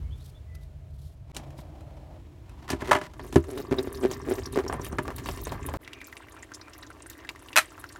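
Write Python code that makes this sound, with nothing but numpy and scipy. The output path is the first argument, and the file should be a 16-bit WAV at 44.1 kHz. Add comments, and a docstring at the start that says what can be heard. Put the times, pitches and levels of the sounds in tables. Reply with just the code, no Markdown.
"""Coolant drains from a scooter's water pump into a plastic bowl: gushes slap its bottom, drops patter, spray fizzes.
Before and during this the bowl is knocked, scraped and shoved; each contact excites its wall and bottom modes.
After the second of two silent jumps in time drips plink over faint patter, as gliding sine bubbles;
a screwdriver snaps off the hose clip. Behind: open-garage rumble, air, faint hums and hollow resonances,
rubbing hands and far birds, made from filtered noise and gliding sines."""
import sys
import numpy as np
from scipy import signal
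from scipy.io import wavfile

SR = 44100
rng = np.random.default_rng(int(sys.argv[2]) if len(sys.argv) > 2 else 0)


def master_out(mix):
    """Clip the mix to full scale and print it as 16-bit PCM to the path in sys.argv[1]."""
    frames = np.transpose(np.atleast_2d(mix))
    ceiling = np.clip(frames, -1, 1)
    pcm = np.round(ceiling * 32767).astype(np.int16)
    wavfile.write(sys.argv[1], SR, pcm)


N = 352359
TIME = np.arange(N) / SR
AGE = TIME[:SR // 4]


def from_db(db):
    """Decibels to gain."""
    return 10 ** (np.asarray(db) / 20)


def rms_one(x):
    """Scale to rms 1."""
    return x / np.sqrt(np.mean(x ** 2) + 1e-20)


def gains(rows):
    """Each dB column of a curve as a gain per sample."""
    time_s, *columns = np.transpose(rows)
    return [from_db(np.interp(TIME, time_s, column)) for column in columns]


def add(out, time_s, sound):
    """Mix a sound in at a given time."""
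    i = max(0, int(time_s * SR))
    out[i:i + len(sound)] += sound[:max(0, N - i)]


def dying(t60, age=AGE):
    """Envelope that loses 60 dB in t60."""
    return np.exp(-np.log(1000) * age / t60)


def drift(rate_hz):
    """Slow random curve through knots of spread 1."""
    return np.interp(TIME * rate_hz, np.arange(N // 20), rng.standard_normal(N // 20))


def swells(rows):
    """Gain over time of smooth bell-shaped strokes (middle [s], length [s], level [dB])."""
    return sum(from_db(db) * np.exp(-np.pi * ((TIME - middle_s) / length_s) ** 2)
               for middle_s, length_s, db in rows)


def decays(hits, t60, tail_db, tail_t60):
    """Gain over time of hits (time [s], level [dB]) that die fast, then linger; powers add."""
    power = np.zeros(N)
    shape = dying(t60) + from_db(tail_db) * dying(tail_t60)
    for time_s, db in hits:
        add(power, time_s, (from_db(db) * shape) ** 2)
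    return np.sqrt(power)


EDGES_HZ = np.geomspace(20, 17500, 25)
BANK = [(np.sqrt(lo * hi), signal.butter(2, [lo, hi], "band", fs=SR, output="sos"))
        for lo, hi in zip(EDGES_HZ, EDGES_HZ[1:])]


def coloured(spectrum, size=N):
    """Noise of rms 1 from a bank of band-passes."""
    hz, db = np.transpose(spectrum)
    white = rng.standard_normal((2, size))   # neighbouring bands get separate noises
    out = np.zeros(size)
    for k, (centre_hz, sos) in enumerate(BANK):
        if hz[0] / 2 < centre_hz < hz[-1] * 2:
            gain = from_db(np.interp(np.log(centre_hz), np.log(hz), db))
            out += gain * signal.sosfilt(sos, white[k % 2])
    return rms_one(out)


def resonate(x, hz, width_hz):
    """Two-pole resonance, gain about 1 at its peak."""
    r = np.exp(-np.pi * width_hz / SR)
    zeros = np.array([1, 0, -1]) * (1 - r * r) / 2
    poles = [1, -2 * r * np.cos(2 * np.pi * hz / SR), r * r]
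    return signal.lfilter(zeros, poles, x + 1e-18)


def struck(modes, detune=0):
    """A body's ring; every blow weights its modes a little differently and may detune them."""
    out = np.zeros(len(AGE))
    for k, (hz, db, t60) in enumerate(modes):
        gain = from_db(db + rng.normal()) * (-1) ** k
        bent_hz = hz * (1 + detune * rng.normal())
        out += gain * np.sin(2 * np.pi * bent_hz * AGE) * dying(t60)
    return out


def crowded_ring(hits, spectrum, t60, tail_db, tail_t60):
    """Modes too close to tell apart: each hit (time [s], level [dB]) starts a dying noise."""
    return decays(hits, t60, tail_db, tail_t60) * coloured(spectrum)


def echoes(x, t60, wet_db):
    """Direct sound plus dense reflections, which end after 0.25 s."""
    tail = rng.standard_normal(len(AGE)) * dying(t60) * (AGE > .001)
    return x + from_db(wet_db) * signal.fftconvolve(x, tail / np.linalg.norm(tail))[:N]


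def grains(per_s, spread_db, clump_db):
    """Random clicks of uneven size that come in clumps."""
    born = rng.random(N) < per_s * from_db(clump_db * drift(25)) / SR
    size = from_db(spread_db * np.minimum(rng.exponential(1, N), 3))
    return born * size * rng.choice([-1, 1], N)


def bubble(hz, cycles, rise, swell, wobble):
    """A bubble swells, rings for some cycles and glides in pitch; the churning film makes it wobble."""
    age = AGE[:int(2 * cycles / hz * SR) + 8]
    life = age * hz / cycles
    shake = np.interp(age * hz / 2, np.arange(len(age)), rng.standard_normal(len(age)))
    glide = rise * (np.minimum(life, 1) - (swell + .5) / np.log(1000))   # about 0 at the loudest part
    pitch_hz = np.minimum(hz * (1 + glide + wobble * shake), SR * .4)
    sound = np.sin(2 * np.pi * np.cumsum(pitch_hz) / SR) * dying(0.86, life) * life ** swell
    return sound / np.abs(sound).max()


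def bubble_cloud(low_hz, high_hz, per_s, cycles, rise, spread_db, tilt_db, count):
    """Random bubbles in clumps, dealt to pitches between low and high, tilted in dB per octave; rms 1."""
    born = grains(per_s, spread_db, clump_db=3.5)
    dealt = rng.integers(0, count, N)
    pitches_hz = np.geomspace(low_hz, high_hz, count)
    out = np.zeros(N)
    for i in np.flatnonzero(born):
        hz = pitches_hz[dealt[i]]
        gain = born[i] * from_db(tilt_db * np.log2(hz / low_hz))
        add(out, i / SR, gain * bubble(hz, cycles, rise, swell=0.82, wobble=0.16))
    return rms_one(out)


# flow curve: (time [s], patter level [dB], fizz level [dB])
FLOW_LEVELS = [(3.0, -110, -110), (3.2, -50, -57), (3.45, -54.5, -56), (3.7, -48, -54.5),
               (4.4, -44.5, -49.5), (4.75, -47.5, -63.5), (5.76, -41.5, -49.5), (5.8, -56, -73.5),
               (7.99, -51.5, -60.5)]
# surges and froth of the stream: (middle [s], length [s], level [dB])
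STREAM_SURGES = [(4.54, .024, -49), (4.86, 0.056, -46.5), (5.29, 0.11, -55), (5.473, 0.025, -54)]
# heaviest gushes into the bowl: (time [s], relative level [dB])
GUSH_SLAPS = [(3.503, -36), (3.576, -29.5), (3.742, -25.5), (4.113, -26.5), (4.559, -21.5), (4.588, -20),
              (4.664, -24.5), (4.698, -19), (4.727, -19), (4.741, -21), (4.796, -26.5), (4.865, -29),
              (4.928, -24.5), (5.055, -32), (5.08, -21), (5.104, -28), (5.183, -33), (5.259, -24.5),
              (5.288, -22), (5.374, -31.5), (5.47, -24.5), (5.521, -20), (5.688, -24), (5.739, -18.5)]
# slap and spray noise: (frequency [Hz], density [dB per Hz])
SLAP_SPECTRUM = [(200, 9.5), (500, 7.5), (950, 3), (1700, -4.5), (3500, -28)]
SPRAY_SPECTRUM = [(1180, -20), (2000, 0), (3010, -4), (5880, -11), (10400, -13), (11600, -20),
                  (16000, -13.5)]
# brightest bubbles, here and in drips(): (time [s], relative level [dB], pitch [Hz])
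BRIGHT_BUBBLES = [(3.577, -37, 3870), (3.784, -24, 4330), (3.828, -36, 8600), (4.113, -28, 6640),
                  (4.387, -39, 13900), (4.433, -38, 5270), (4.457, -27.5, 5300), (4.524, -33, 9900),
                  (4.679, -26.5, 5830), (4.733, -30.5, 9400), (4.814, -33.5, 6700), (4.846, -27.5, 11000),
                  (4.923, -37.5, 7430), (5.032, -37.5, 12100), (5.162, -28.5, 11900), (5.451, -29, 7450),
                  (5.628, -43, 7500), (5.663, -24.5, 12300), (6.07, -32, 14400), (6.545, -32.5, 5800),
                  (6.612, -36, 4500), (6.733, -38, 5630), (6.78, -36, 12700), (6.826, -37, 4730),
                  (7.099, -28.5, 13800), (7.29, -34.5, 4340), (7.798, -36.5, 11300), (7.889, -39, 5100),
                  (7.924, -38.5, 8100)]
# bowl bottom, here and in bowl_knocks(): (mode [Hz], level [dB], t60 [s])
BOTTOM_MODES = [(78.3, -9.5, 0.2), (143.3, -5, 0.098), (204, -6.5, 0.054), (269.7, -1.5, 0.09),
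                (339.3, -5, 0.13), (393.3, -2, 0.1)]
SLAP_GAIN_DB, GULP_RE_SLAP_DB, GUSH_SPRAY_RE_FIZZ_DB = 4, -10, 7
DRUM_DB, COVERED_S, DAMPING_DB_PER_S = 4, 4.88, 9.5   # the pool covers the bottom and damps its drumming


def stream():
    """Gushes slap, plop and throw spray; small drops patter and drum on the bottom; the pool fizzes in surges."""
    patter, fizz = gains(FLOW_LEVELS)
    fizz = fizz * from_db(5 * drift(22)) + swells(STREAM_SURGES)
    gushes = [(time_s, db + SLAP_GAIN_DB) for time_s, db in GUSH_SLAPS]
    slaps = crowded_ring(gushes, SLAP_SPECTRUM, t60=0.0087, tail_db=-6.5, tail_t60=0.17)
    spray_hits = [(time_s, GUSH_SPRAY_RE_FIZZ_DB + 3 * rng.normal()) for time_s, _ in gushes]
    spray = fizz * crowded_ring(spray_hits, SPRAY_SPECTRUM, t60=0.021, tail_db=-7.0, tail_t60=0.2)

    gulps = np.zeros(N)   # each gush traps a bubble
    for time_s, db in gushes:
        gulp = bubble(rng.uniform(870, 1180), cycles=10.8, rise=-0.14, swell=0.074, wobble=0.076)
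        add(gulps, time_s, from_db(db + GULP_RE_SLAP_DB) * gulp)
    plops = bubble_cloud(850, 2200, per_s=190, cycles=4, rise=-0.1, spread_db=4.0, tilt_db=-5.0, count=30)
    fine = bubble_cloud(2970, 15000, per_s=190, cycles=29, rise=0.35, spread_db=6.5, tilt_db=4.5, count=60)

    # spray crackles as it lands; each bright bubble scatters droplets
    splatter = bubble_cloud(1500, 15000, per_s=1100, cycles=12, rise=0.1, spread_db=5, tilt_db=3.5, count=50)
    scatter_hits = [(time_s, db) for time_s, db, _ in BRIGHT_BUBBLES]
    thrown = decays(scatter_hits, t60=0.02, tail_db=-6.5, tail_t60=0.14)
    splatter *= from_db(-9.5) * fizz + from_db(-20) * thrown
    bubbling = gulps + from_db(-7.0) * patter * plops + from_db(-6.5) * fizz * fine
    wet = echoes(bubbling + splatter, t60=0.04, wet_db=-2.5)

    taps = grains(per_s=160, spread_db=4.5, clump_db=4.0)
    drum = rms_one(signal.fftconvolve(taps, struck(BOTTOM_MODES))[:N])
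    bare = from_db(DRUM_DB - DAMPING_DB_PER_S * np.maximum(TIME - COVERED_S, 0))
    return from_db(-10.5) * slaps + spray + wet + patter * bare * drum


# fattest drops: (time [s], relative level [dB], pitch [Hz])
FAT_DROPS = [(5.848, -42, 3150), (5.877, -32.5, 2220), (5.933, -31, 2930), (6.0153, -32.5, 2250),
             (6.1272, -35.5, 1880), (6.1686, -32, 2500), (6.285, -41.5, 2060), (6.366, -41.5, 1380),
             (6.43, -37.5, 1980), (6.5185, -36, 1450), (6.615, -43, 1440), (6.682, -40.5, 1450),
             (6.735, -42, 3100), (6.832, -39.5, 1910), (6.903, -38.5, 1420), (7.061, -38.5, 1550),
             (7.19, -43, 1960), (7.249, -37, 1750), (7.291, -23.5, 2370), (7.36, -41, 1940),
             (7.486, -37, 3040), (7.53, -30.5, 2740), (7.72, -43.5, 1350), (7.779, -38, 1330),
             (7.841, -31.5, 1380), (7.96, -37.5, 1400)]
# contact crack, here and in bowl_knocks(): (frequency [Hz], density [dB per Hz])
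CRACK_SPECTRUM = [(1000, -94), (2500, 6.5), (4000, 4), (7000, 3), (10000, -1), (16000, -16)]
# silent jumps in time, here and in record(): (start [s], end [s])
TIME_JUMPS = [(1.318, 1.345), (5.771, 5.812)]
DROP_GAIN_DB, BUBBLE_GAIN_DB = 3.5, -5
PLINKS_DB, CHIRPS_DB = -62, -64.5   # the last thread breaks into droplets, which trap tiny bubbles


def drips():
    """Drops plink on the shallow pool, falling in pitch; bubbles chirp upward; the bowl's walls throw both back."""
    out = np.zeros(N)
    drops = [(time_s, db + DROP_GAIN_DB, hz) for time_s, db, hz in FAT_DROPS]
    pings = [(time_s, db + BUBBLE_GAIN_DB, hz) for time_s, db, hz in BRIGHT_BUBBLES]
    for time_s, db, hz in drops:
        cycles = 16 * np.exp(.2 * rng.normal())
        add(out, time_s, from_db(db) * bubble(hz, cycles, rise=-0.26, swell=0.03, wobble=0.048))
    for time_s, db, hz in pings:
        add(out, time_s, from_db(db) * bubble(hz, cycles=37.2, rise=0.72, swell=1.56, wobble=0.098))
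    plinks = bubble_cloud(1300, 3600, per_s=65, cycles=8, rise=-0.2, spread_db=2.5, tilt_db=-2.5, count=30)
    chirps = bubble_cloud(5500, 13000, per_s=30, cycles=24, rise=0.5, spread_db=6, tilt_db=-1.0, count=40)
    after_jump = TIME > TIME_JUMPS[-1][1]
    out += after_jump * (from_db(PLINKS_DB) * plinks + from_db(CHIRPS_DB) * chirps)
    hits = np.array(drops + pings)[:, :2]
    ticks = crowded_ring(hits, CRACK_SPECTRUM, t60=0.021, tail_db=-44, tail_t60=0.029)
    return echoes(out, t60=0.04, wet_db=0.5) + from_db(-18.5) * ticks


# knocks: (time [s], wall clack [dB], bottom thump [dB], contact crack [dB], loss per rebound [dB])
BOWL_KNOCKS = [(1.347, -45, -71, -46.5, 22), (1.366, -27, -28.5, -35.5, 20),
               (2.703, -18, -16.5, -30.5, 8.5), (2.729, -17.5, -10.5, -54, 19),
               (2.82, -18.5, -15.5, -50, 22), (2.911, -6.5, -42, -34, 23), (2.915, 1, -17, -27, 5),
               (2.953, -8.5, -15, -47, 12), (2.986, -24, -38, -49, 30), (3.014, -19.5, -23.5, -46, 28),
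               (3.136, -38, -50, -57.5, 17), (3.195, -24.5, -58, -56.5, 22), (3.326, -28.5, -20, -42, 5),
               (3.358, -7.5, 6.5, -33, 37), (3.44, -33, -45, -53, 22), (3.711, -22.5, -8, -49, 22),
               (4.985, -10.5, -12.5, -41.5, 35)]
# bowl wall, here and in bowl_scrapes(): (mode [Hz], level [dB], t60 [s])
WALL_MODES = [(609, -1, 0.14), (983, 1.5, 0.097), (1057, -19, 0.079), (1711, 1.5, 0.055),
              (2040, -0.5, 0.035)]
# clack noise of the wall: (frequency [Hz], density [dB per Hz])
CLACK_SPECTRUM = [(300, -36), (600, 5), (800, 4), (1200, 4), (1900, -2.5), (3000, -10), (6000, -52)]
REBOUND_S = 0.015   # nominal spacing


def bowl_knocks():
    """The light bowl rattles in runs of four weakening contacts: each cracks, clacks the wall, thumps the bottom."""
    out, contacts = np.zeros(N), []
    for time_s, *levels_db, loss_db in BOWL_KNOCKS:
        for k in range(4):
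            contact_s = time_s + REBOUND_S * k * rng.uniform(.9, 1.2)
            contacts.append((contact_s, *(np.array(levels_db) - k * loss_db)))
    contacts = np.array(contacts)
    for time_s, clack_db, thump_db, _ in contacts:
        add(out, time_s, from_db(clack_db - 20.0) * struck(WALL_MODES))
        add(out, time_s, from_db(thump_db - 12.0) * struck(BOTTOM_MODES))
    clack = crowded_ring(contacts[:, [0, 1]], CLACK_SPECTRUM, t60=0.053, tail_db=-19.0, tail_t60=0.17)
    crack = crowded_ring(contacts[:, [0, 3]], CRACK_SPECTRUM, t60=0.027, tail_db=-6.0, tail_t60=0.094)
    return out + from_db(-13.5) * clack + crack


# creeping of the bowl over the floor: (middle [s], length [s], level [dB])
BOWL_DRAGS = [(2.915, 0.079, -30.5), (3.255, 0.038, -41), (3.56, 0.13, -33), (3.95, 0.21, -43)]
# jerks that shove it on: (middle [s], length [s], level [dB])
BOWL_SHOVES = [(3.726, 0.014, -17), (3.794, 0.029, -22.5), (3.877, 0.029, -39), (4.05, 0.035, -19.5),
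               (4.11, 0.03, -35), (4.308, 0.051, -23), (4.388, 0.022, -27.5), (4.572, 0.019, -20.5),
               (4.597, 0.025, -24), (4.65, 0.02, -28.5)]
# resonances of the sliding bowl: (frequency [Hz], width [Hz], level [dB])
JUDDER_RESONANCES = [(268, 154, 4.5), (372, 35.4, 11), (574, 78, -15), (1070, 360, -19.5)]
DRAG_UNEVEN_DB = 4.5   # it catches and lets go
SLIP_HZ, SLIP_JITTER = 130.2, .13   # jitter: spread of the log rate


def bowl_slides():
    """The bottom sticks and slips on concrete at a wandering rate and judders; grit scratches under it."""
    push = swells(BOWL_DRAGS) * from_db(DRAG_UNEVEN_DB * drift(45)) + swells(BOWL_SHOVES)
    rate_hz = SLIP_HZ * np.exp(SLIP_JITTER * drift(110))
    turns = np.floor(np.cumsum(rate_hz) / SR)
    slips = np.diff(turns, prepend=0) * from_db(3.1 * rng.standard_normal(N))
    judder = sum(from_db(db) * resonate(resonate(slips, hz, width_hz), hz, width_hz * 4)
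                 for hz, width_hz, db in JUDDER_RESONANCES)
    grit = rms_one(resonate(grains(per_s=900, spread_db=5.5, clump_db=1.5), 1800, 870))
    return push * (rms_one(judder) + from_db(-22) * grit)


# scrapes of the bowl's edge: (start [s], length [s], pressure level towards the end [dB])
EDGE_SCRAPES = [(2.672, 0.063, -31), (2.804, 0.026, -38.5), (2.845, 0.09, -36), (3.033, .045, -44)]
SCRAPE_GROWTH_DB = 4   # each bites harder as it goes


def bowl_scrapes():
    """The edge bites, grates over concrete and lets go: uneven catches crackle and ring the wall."""
    pressure = np.zeros(N)
    for start_s, length_s, db in EDGE_SCRAPES:
        to_go = np.linspace(1, 0, int(length_s * SR))
        release = np.minimum(1, 4 * to_go)
        add(pressure, start_s, from_db(db - SCRAPE_GROWTH_DB * to_go) * release)
    catches = pressure * rms_one(grains(per_s=660, spread_db=3.5, clump_db=5))
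    ring = struck(WALL_MODES)
    ringing = signal.fftconvolve(catches, ring / np.linalg.norm(ring))[:N]
    return from_db(-6) * ringing + from_db(7.5) * resonate(catches, 970, 1000)


CLIP_SNAPS = [(0.55, -38.5), (1.505, -37.5), (1.808, -41), (2.495, -37.5), (7.559, -5), (7.564, 4),
              (7.574, 6), (7.583, 3), (7.59, -1.5)]
# hose clip: (mode [Hz], level [dB], t60 [s])
CLIP_MODES = [(622, -6.5, 0.092), (1292, -1, 0.078), (1380, 0, 0.03), (2530, 1.5, 0.044), (3980, -5, 0.056),
              (6000, -10, 0.054), (7400, -13, 0.051)]
# snap noise: (frequency [Hz], density [dB per Hz])
SNAP_SPECTRUM = [(400, -4.5), (650, 1), (950, 4), (1300, 11), (2500, 8.5), (3300, 2), (7000, -1.5),
                 (11000, -0.5), (13000, -14), (16000, -44)]
CLIP_BEND = 0.019   # spread of the bending clip's mode shifts, as a share


def screwdriver():
    out = from_db(-14.5) * crowded_ring(CLIP_SNAPS, SNAP_SPECTRUM, t60=0.016, tail_db=-13.5, tail_t60=0.12)
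    for time_s, db in CLIP_SNAPS:
        add(out, time_s, from_db(db - 22.5) * struck(CLIP_MODES, detune=CLIP_BEND))
    return signal.sosfilt(signal.butter(2, 330, "high", fs=SR, output="sos"), out)


# hands on the bowl, fingers on the hose: (middle [s], length [s], level [dB])
BOWL_RUBS = [(1.38, 0.13, -50), (1.59, 0.02, -46.5), (1.9, 1, -61), (2.66, .28, -54.5), (2.93, 0.29, -47)]
HOSE_RUSTLES = [(.25, 0.14, -65), (.553, 0.011, -52), (.63, 0.055, -70), (1.04, .16, -64),
                (1.595, .036, -58)]
# their noises: (frequency [Hz], density [dB per Hz])
RUB_SPECTRUM = [(300, 10), (520, -13), (800, 9), (1200, -5.5), (2500, -9.5), (5000, -17), (16000, -34)]
RUSTLE_SPECTRUM = [(1500, -41), (3500, 8), (7000, 1), (14000, 2.5), (16000, -11)]


def hands():
    """Hands rub on the bowl and rustle on the hose: uneven strokes of coloured noise."""
    out = np.zeros(N)
    for strokes, spectrum in [(BOWL_RUBS, RUB_SPECTRUM), (HOSE_RUSTLES, RUSTLE_SPECTRUM)]:
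        out += swells(strokes) * coloured(spectrum) * from_db(4.4 * drift(110))
    return out


# far bird calls: (start [s], length [s], start pitch [Hz], end pitch [Hz], relative level [dB])
BIRD_CALLS = [(0.1, 0.043, 2960, 3650, -58), (0.19, 0.037, 3600, 4600, -61.5),
              (0.33, 0.045, 3100, 3800, -57.5), (0.015, 0.093, 2100, 2300, -68),
              (0.45, 0.21, 2000, 2000, -68)]
WARBLE = .018   # spread of the pitch tremble, as a share


def birds():
    """Short far whistles that tremble, blurred by the walls outside."""
    out = np.zeros(N)
    for start_s, length_s, start_hz, end_hz, db in BIRD_CALLS:
        pitch_hz = np.linspace(start_hz, end_hz, int(length_s * SR))
        pitch_hz *= 1 + WARBLE * drift(304)[:len(pitch_hz)]
        whistle = np.sin(2 * np.pi * np.cumsum(pitch_hz) / SR)
        add(out, start_s, from_db(db) * np.sqrt(np.hanning(len(pitch_hz))) * whistle)
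    return echoes(out * from_db(4 * drift(90) - 4), t60=.14, wet_db=3)


# faint hums and hollow resonances: (start [s], end [s], frequency [Hz], width [Hz], level [dB])
BACKGROUND_HUMS = [(0.031, 1.3, 73, 14.5, -47), (0.16, 2.2, 138.2, 9.3, -52), (1.3, 8.7, 305.4, 49, -58),
                   (0.21, 10, 625, 75, -67.5), (1.34, 2.18, 600, 170, -55.5)]
# blurred tone behind the drips: (middle [s], length [s], level [dB])
FAR_TONE_SWELLS = [(6.0, 0.16, -54.5), (6.39, .07, -62), (6.66, .08, -59)]
FAR_TONE_HZ, FAR_TONE_WIDTH_HZ = 2360, 200


def background_hums():
    """Faint background hums and hollow resonances, made as narrow noise; a faint blurred tone comes and goes."""
    out = np.zeros(N)
    for start_s, end_s, hz, width_hz, db in BACKGROUND_HUMS:
        hum = resonate(resonate(rng.standard_normal(N), hz, width_hz), hz, width_hz * 3)
        out += from_db(db) * (TIME >= start_s) * (TIME < end_s) * rms_one(hum)
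    tone = resonate(rng.standard_normal(N), FAR_TONE_HZ, FAR_TONE_WIDTH_HZ)
    tone = resonate(tone, FAR_TONE_HZ, FAR_TONE_WIDTH_HZ * 2)
    return out + swells(FAR_TONE_SWELLS) * rms_one(tone)


# rumble and outdoor air: (time [s], level [dB])
RUMBLE_LEVELS = [(0, -31), (.25, -45.5), (2.5, -46), (4.0, -43.5), (4.7, -40.5), (5.77, -38.5), (5.81, -61),
                 (7.99, -58)]
AIR_LEVELS = [(0, -57), (1.3, -64.5), (1.36, -58), (2.3, -60), (5.8, -56), (7.99, -54.5)]
# their noises: (frequency [Hz], density [dB per Hz])
RUMBLE_SPECTRUM = [(22, -54), (40, -3), (59, 12), (96, 2.5), (146, -2.5), (189, -23), (300, -49)]
AIR_SPECTRUM = [(100, 11.5), (190, -16), (310, 10.5), (420, 3), (620, -2.5), (800, -2.5), (1300, -8.5),
                (3000, -12), (4800, -17.5), (6000, -18.5), (16000, -26.5)]


def rumble_and_air():
    """Low rumble and outdoor air: coloured noises of varying level."""
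    rumble = gains(RUMBLE_LEVELS)[0] * coloured(RUMBLE_SPECTRUM)
    air = gains(AIR_LEVELS)[0] * coloured(AIR_SPECTRUM)
    return rumble + air


def scene():
    """All near sounds but the hands share a little of the garage's ring."""
    near = stream() + drips() + bowl_knocks() + bowl_slides() + bowl_scrapes() + screwdriver()
    surroundings = hands() + birds() + background_hums() + rumble_and_air()
    return (echoes(near, t60=.4, wet_db=-42.5) + surroundings)[None]


def record(dry):
    """The sound cuts out and fades back at each jump; peaks are rounded, the top is cut."""
    gate = np.ones(N)
    for start_s, end_s in TIME_JUMPS:
        fade = np.clip((TIME - start_s) / (end_s - start_s), 0, 1) ** 3
        gate *= np.where(TIME < start_s, 1, fade)
    low_pass = signal.cheby2(16, 70, 17100, fs=SR, output="sos")   # 70 dB down from 17.1 kHz
    return signal.sosfilt(low_pass, np.tanh(dry * gate))


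dry = scene()
out = record(dry)
master_out(out)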